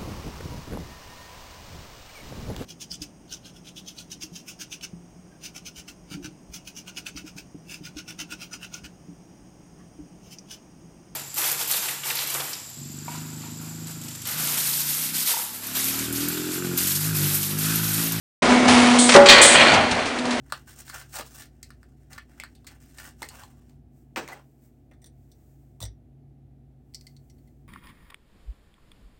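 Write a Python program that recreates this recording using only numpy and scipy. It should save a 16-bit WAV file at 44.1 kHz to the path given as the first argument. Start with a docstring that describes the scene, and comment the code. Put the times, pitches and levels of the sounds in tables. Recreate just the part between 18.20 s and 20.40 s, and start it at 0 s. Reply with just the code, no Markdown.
"""The din of a factory hall and the harmonic hum of a pump are heard first.
Oil rushes through a valve as the ram of a hydraulic press comes down with a knock, and air valves hiss.
A stone block crackles with tiny fractures and bursts, setting the press frame ringing in its modes.
The piece strikes a steel chute, scrapes down it and thuds on the table.
The hall reverberates, and the loudest blows overload the microphone."""
import sys
import numpy as np
from scipy import signal
from scipy.fft import rfft, irfft
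from scipy.io import wavfile

SR = 44100
rng = np.random.default_rng(int(sys.argv[2]) if len(sys.argv) > 2 else 0)


def generate_wav(signal):
    """Clip the signal to [-1, 1] and save it as 16-bit WAV at the path in sys.argv[1]."""
    frames = np.transpose(np.atleast_2d(signal))
    scaled = np.clip(frames, -1, 1) * 32767
    pcm = np.round(scaled).astype(np.int16)
    wavfile.write(sys.argv[1], SR, pcm)


N = 97020
TIME = np.arange(N) / SR


def amp(db):
    """Decibels to amplitude ratio."""
    return 10 ** (np.asarray(db) / 20)


def rms_one(x):
    """Normalisation to rms 1."""
    return x / np.sqrt(np.mean(x ** 2) + 1e-20)


def curve(rows):
    """Linear interpolation of (time_s, value) rows at every sample."""
    return np.interp(TIME, *np.transpose(rows))


def level(rows):
    """Amplitude envelope along (time_s, level_db) rows, silent outside them."""
    return amp(curve(rows)) * (TIME >= rows[0][0]) * (TIME <= rows[-1][0])


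def colour(x, spectrum):
    """Spectral shaping by (frequency_hz, gain_db) rows; rms 1."""
    hz, db = np.transpose(spectrum)
    f = np.maximum(np.fft.rfftfreq(N, 1 / SR), 1)
    rumble_cut = f ** 2 / (f ** 2 + 400)
    gain = amp(np.interp(np.log(f), np.log(hz), db))
    return rms_one(irfft(rfft(x) * rumble_cut * gain, N))


def drift(rate_hz):
    """Low-passed noise: a slow random wander of rms 1."""
    f = np.fft.rfftfreq(N, 1 / SR)
    return rms_one(irfft(rfft(rng.standard_normal(N)) / (1 + (f / rate_hz) ** 2), N))


def grains(per_s, spread_db):
    """Shot noise: random impulses of uneven size; rms 1."""
    sizes = amp(spread_db * np.minimum(rng.exponential(1, N), 4))
    return rms_one(sizes * rng.choice([-1, 1], N) * (rng.random(N) < per_s / SR))


def ring(x, hz, t60_s):
    """Damped resonator: a unit impulse starts a decaying sine of height 1."""
    r, w = amp(-60 / (t60_s * SR)), 2 * np.pi * hz / SR
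    return signal.lfilter([0, np.sin(w)], [1, -2 * r * np.cos(w), r * r], x + 1e-18)


def blows(rows, attack_s):
    """Incoherent sum: envelopes with a quick rise and exponential decay add in power."""
    power = 0
    for start_s, db, t60_s in rows:
        age = np.maximum(TIME - start_s, 0)
        power = power + (amp(db - 60 * age / t60_s) * (1 - np.exp(-age / attack_s))) ** 2
    return np.sqrt(power)


def clicks(times_s, db):
    """Ideal impulses of the given levels."""
    out = np.zeros(N)
    out[(np.asarray(times_s) * SR).astype(int)] = amp(db)
    return out


# Loudness of the other machines: time_s, level_db
DIN_ENVELOPE = [(.22, -15), (.45, -19.5), (.85, -23), (1.6, -25.5), (1.95, -27.5), (2.2, -26)]
# Their spectrum: frequency_hz, gain_db
DIN_SPECTRUM = [(18, -66), (30, -23), (176, -16), (241, -2), (314, -9.5), (733, -9), (827, -13),
                (1410, -13.5), (1550, -15.5), (1930, -15), (8450, -32.5), (9770, -35.5), (12700, -85),
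                (21500, -120)]
def factory_din():
    """Diffuse field: the hall blurs other machines into one wavering noise."""
    return amp(curve(DIN_ENVELOPE) + 0.9 * drift(25)) * colour(rng.standard_normal(N), DIN_SPECTRUM)


# Pump fundamental: time_s, pitch_hz
PUMP_FUNDAMENTAL = [(.22, 247.5), (.45, 248), (.62, 244), (.95, 244.5), (1.7, 248), (2.0, 248.5),
                    (2.2, 240)]
# Loudness of the hum: time_s, level_db
PUMP_ENVELOPE = [(.22, -18.5), (.35, -12), (.4, -18.5), (.55, -11), (.76, -13.5), (.92, -17.5),
                 (1.1, -30.5), (1.5, -42), (1.9, -31.5), (2.1, -22), (2.2, -28)]
# Its partials: harmonic_number, gain_db
PUMP_HARMONICS = [(1, -3), (2, -19.5), (3, -16.5), (4, -21.5), (5, -22), (7, -23.5), (9, -22)]
def pump_hum():
    """Harmonic series: the pump's periodic motion sounds at multiples of one wavering pitch."""
    pitch_hz = curve(PUMP_FUNDAMENTAL) * (1 + 0.00306 * drift(15.7))
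    phase = 2 * np.pi * np.cumsum(pitch_hz) / SR
    hum = 0
    for k, db in PUMP_HARMONICS:
        waver_db = (0.8 if k == 1 else 3.0) * drift(7)
        hum = hum + amp(db + waver_db) * np.sin(k * phase + rng.uniform(0, 2 * np.pi))
    return np.sqrt(2) * amp(curve(PUMP_ENVELOPE)) * hum


# Oil flow while the ram travels: time_s, level_db
OIL_ENVELOPE = [(.465, -48), (.485, -13.5), (.56, -17), (.64, -18), (.785, -21.5), (.8, -52)]
# Its spectrum: frequency_hz, gain_db
OIL_SPECTRUM = [(40, -13), (75, 2), (150, -3), (500, -0.5), (950, 5.5), (1600, -2), (2400, 1.5),
                (4500, -4.5), (6000, -9), (9500, -12)]
def oil_rush():
    """Flow noise: oil forced through the valve makes a grainy rush."""
    return level(OIL_ENVELOPE) * colour(grains(per_s=7000, spread_db=3.5), OIL_SPECTRUM)


# Light knocks of valves and stone: start_s, level_db, t60_s
LIGHT_IMPACTS = [(.479, -17.5, 0.14), (.787, -17, 0.027), (1.538, -16, .08), (1.71, -19, 0.1),
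                 (1.856, -28, 0.2), (1.986, -23.5, 0.058), (2.052, -26, 0.088), (2.106, -25.5, 0.19)]
# Their spectrum: frequency_hz, gain_db
CLACK_SPECTRUM = [(100, 1), (900, -16), (2500, -0.5), (4200, 1.5), (6000, -4), (10000, -12)]
def clacks():
    """Impact noise: brief contacts reach into the treble as gritty clacks."""
    grit = colour(grains(per_s=4000, spread_db=-0.5), CLACK_SPECTRUM)
    return blows(LIGHT_IMPACTS, attack_s=0.0012) * grit


# Heavy knocks of ram and stone: start_s, level_db, t60_s
HEAVY_IMPACTS = [(.48, -23, .4), (1.523, -14, 0.41), (1.58, -16, 0.26), (1.712, -23.5, 0.37),
                 (2.052, -23, .15)]
# Their spectrum: frequency_hz, gain_db
THUD_SPECTRUM = [(30, -29), (75, 0.5), (130, 0.5), (240, 2.5), (400, -9), (800, 6), (1600, -15),
                 (5000, -53)]
def thuds():
    """Impact noise: slower contacts keep their energy at low frequencies."""
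    return blows(HEAVY_IMPACTS, attack_s=0.0044) * colour(rng.standard_normal(N), THUD_SPECTRUM)


# Air valve openings: start_s, length_s, level_db, sag_db_per_s
VALVE_PUFFS = [(0.786, 0.18, -13.5, 63), (1.214, 0.14, -6, 86.5)]
# Spectrum of the hiss: frequency_hz, gain_db
AIR_SPECTRUM = [(300, -24), (2000, -31), (3300, 1.5), (5500, -6), (7000, -0.5), (8500, 5.5), (10000, -5.5)]
def air_valves(attack_s=0.0018, closing_t60_s=0.16):
    """Jet noise: each hiss starts at once, sags as the pressure falls and dies as the valve shuts."""
    flow = 0
    for start_s, length_s, db, sag_db_per_s in VALVE_PUFFS:
        age = np.maximum(TIME - start_s, 0)
        closing_db = 60 * np.maximum(age - length_s, 0) / closing_t60_s
        flow = flow + amp(db - sag_db_per_s * age - closing_db) * np.minimum(age / attack_s, 1)
    return flow * colour(rng.standard_normal(N), AIR_SPECTRUM)


# Runs of cracking in the stone: start_s, level_db, t60_s
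FRACTURE_RUNS = [(.890, -8, 0.13), (.920, -11.5, 0.19), (.938, -5.5, 0.11), (.961, -1, 0.036)]
# Their spectrum: frequency_hz, gain_db
FRACTURE_SPECTRUM = [(100, -14), (500, -0.5), (1800, 3), (4000, -2), (6000, -4.5), (10000, -16)]
def stone_crackle():
    """Acoustic emission: each tiny fracture in the loaded stone sends out a click."""
    fractures = colour(grains(per_s=3000, spread_db=-5.0), FRACTURE_SPECTRUM)
    return blows(FRACTURE_RUNS, attack_s=0.0013) * fractures


# Spectrum of the block giving way: frequency_hz, gain_db
BURST_SPECTRUM = [(30, -18), (100, -8), (250, 7.5), (700, 6.5), (1500, 4), (2500, -8.5), (5000, -26),
                  (10000, -32)]
def stone_burst(start_s, level_db=-3, t60_s=0.27):
    """Brittle fracture: stored elastic energy escapes in one burst of noise."""
    envelope = blows([(start_s, level_db, t60_s)], attack_s=0.0013)
    return envelope * colour(rng.standard_normal(N), BURST_SPECTRUM)


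# Modes of the press frame: frequency_hz, level_db, t60_s
FRAME_MODES = [(383, -13, 0.8), (568.2, -2, 0.98), (640, -19.5, .4), (817.6, -12, 0.49), (907, -31.5, 0.5),
               (1334, -16.5, 0.21), (1412, -16.5, .4), (1944, -9.5, 0.19)]
def frame_ring(start_s):
    """Free vibration: the unloaded frame springs back and rings in its damped modes."""
    kick = clicks([start_s], [0])
    return sum((-1) ** k * amp(db) * ring(kick, hz, t60) for k, (hz, db, t60) in enumerate(FRAME_MODES))


# Blows of the piece on the chute: start_s, level_db, t60_s
CHUTE_IMPACTS = [(1.059, -10, 0.19), (1.086, -2.5, .15), (1.094, -0.5, 0.24), (1.352, -13, 0.093),
                 (1.393, -18, 0.16), (1.494, -30, 0.073)]
# Spectrum of the contact noise: frequency_hz, gain_db
CLASH_SPECTRUM = [(100, -29), (400, -5), (1200, -2), (2300, 0.5), (4300, 0.5), (5300, -8), (8000, -8.5),
                  (10000, -24)]
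# Ringing tones of the stone piece and steel chute: frequency_hz, gain_db, t60_s
STONE_AND_CHUTE_MODES = [(1118, -16.5, 0.6), (1474, -14.5, 0.57), (1903, -12, 0.57), (2031, -15.5, .7),
                         (2395, -14, .6), (2463, -8, 0.52), (2850, -26, .6), (3149, -13.5, 0.17),
                         (3290, -10, 0.38), (3626, -9.5, 0.17), (3960, -16, 0.28), (4197, -6, 0.23),
                         (4500, -15, .35), (4607, -11, 0.33)]
def chute_strikes(ring_db=-4):
    """Impulse excitation: each blow clashes and rings stone and chute in a slightly different mix."""
    contact_noise = colour(grains(per_s=8000, spread_db=2.5), CLASH_SPECTRUM)
    clash = blows(CHUTE_IMPACTS, attack_s=0.00073) * contact_noise
    starts_s, hit_db, _ = np.transpose(CHUTE_IMPACTS)
    ringing = 0
    for hz, mode_db, t60_s in STONE_AND_CHUTE_MODES:
        kicks = clicks(starts_s, hit_db + rng.normal(0, 2.1, len(starts_s)))
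        ringing = ringing + amp(mode_db) * ring(kicks, hz, t60_s)
    return clash + amp(ring_db) * ringing


# Loudness of the sliding piece: time_s, level_db
SLIDE_ENVELOPE = [(1.1, -27), (1.16, -10.5), (1.24, -15.5), (1.37, -16), (1.42, -14), (1.53, -15.5),
                  (1.62, -28), (1.7, -31), (1.85, -31), (1.93, -35.5)]
# Spectrum of stone rubbing on steel: frequency_hz, gain_db
SCRAPE_SPECTRUM = [(29, -49), (50, -27), (154, -7), (192, -14.5), (234, -0.5), (305, -11), (334, -2),
                   (389, -7), (554, 4.5), (825, -2.5), (1050, -2.5), (2380, 0.5), (9770, -22.5),
                   (12700, -65), (21500, -120)]
def chute_slide(ring_db=-7, t60_ratio=0.31):
    """Friction noise: sliding grit scrapes and rings stone and chute, now more heavily damped."""
    grit = grains(per_s=2500, spread_db=2.5)
    pressure = level(SLIDE_ENVELOPE) * amp(1.55 * drift(35))
    scrape = pressure * colour(grit, SCRAPE_SPECTRUM)
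    force = pressure * grit
    ringing = sum(amp(db) * ring(force, hz, t60 * t60_ratio) for hz, db, t60 in STONE_AND_CHUTE_MODES)
    return scrape + amp(ring_db) * np.std(scrape) * rms_one(ringing)


def hall_reverb(x, t60_s=0.9, gain_db=-13.5, cutoff_hz=3020, delay_s=0.012):
    """Reverberation: dense reflections form a dull, exponentially decaying tail."""
    tail = rng.standard_normal(N) * amp(-60 * TIME / t60_s) * (TIME > delay_s)
    tail = signal.sosfilt(signal.butter(1, cutoff_hz, fs=SR, output="sos"), tail)
    return amp(gain_db) * signal.fftconvolve(x, tail / np.linalg.norm(tail))[:N]


def scene(start_s=0.22, fade_s=0.0064, split_s=0.95):
    """Superposition: the nearby press and chute and their reverberation add to pump, oil and din."""
    near = stone_crackle() + stone_burst(split_s) + frame_ring(split_s)
    near += chute_strikes() + chute_slide() + thuds() + clacks() + air_valves()
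    mix = near + hall_reverb(near) + pump_hum() + oil_rush() + factory_din()
    fade_in = np.clip((TIME - start_s) / fade_s, 0, 1)
    return (mix * fade_in)[None]


def record(dry, ceiling=0.97, mic_cutoff_hz=10050, final_cutoff_hz=16000):
    """Saturation: the microphone squashes peaks and cuts treble; overshoot is clipped and low-passed."""
    mic_lowpass = signal.ellip(12, 0.2, 90, mic_cutoff_hz, fs=SR, output="sos")
    final_lowpass = signal.ellip(10, 0.1, 80, final_cutoff_hz, fs=SR, output="sos")
    squashed = dry / (1 + (dry / ceiling) ** 6) ** (1 / 6)
    clipped = np.clip(signal.sosfilt(mic_lowpass, squashed), -1, 1)
    return signal.sosfilt(final_lowpass, clipped)


dry = scene()
out = record(dry)
generate_wav(out)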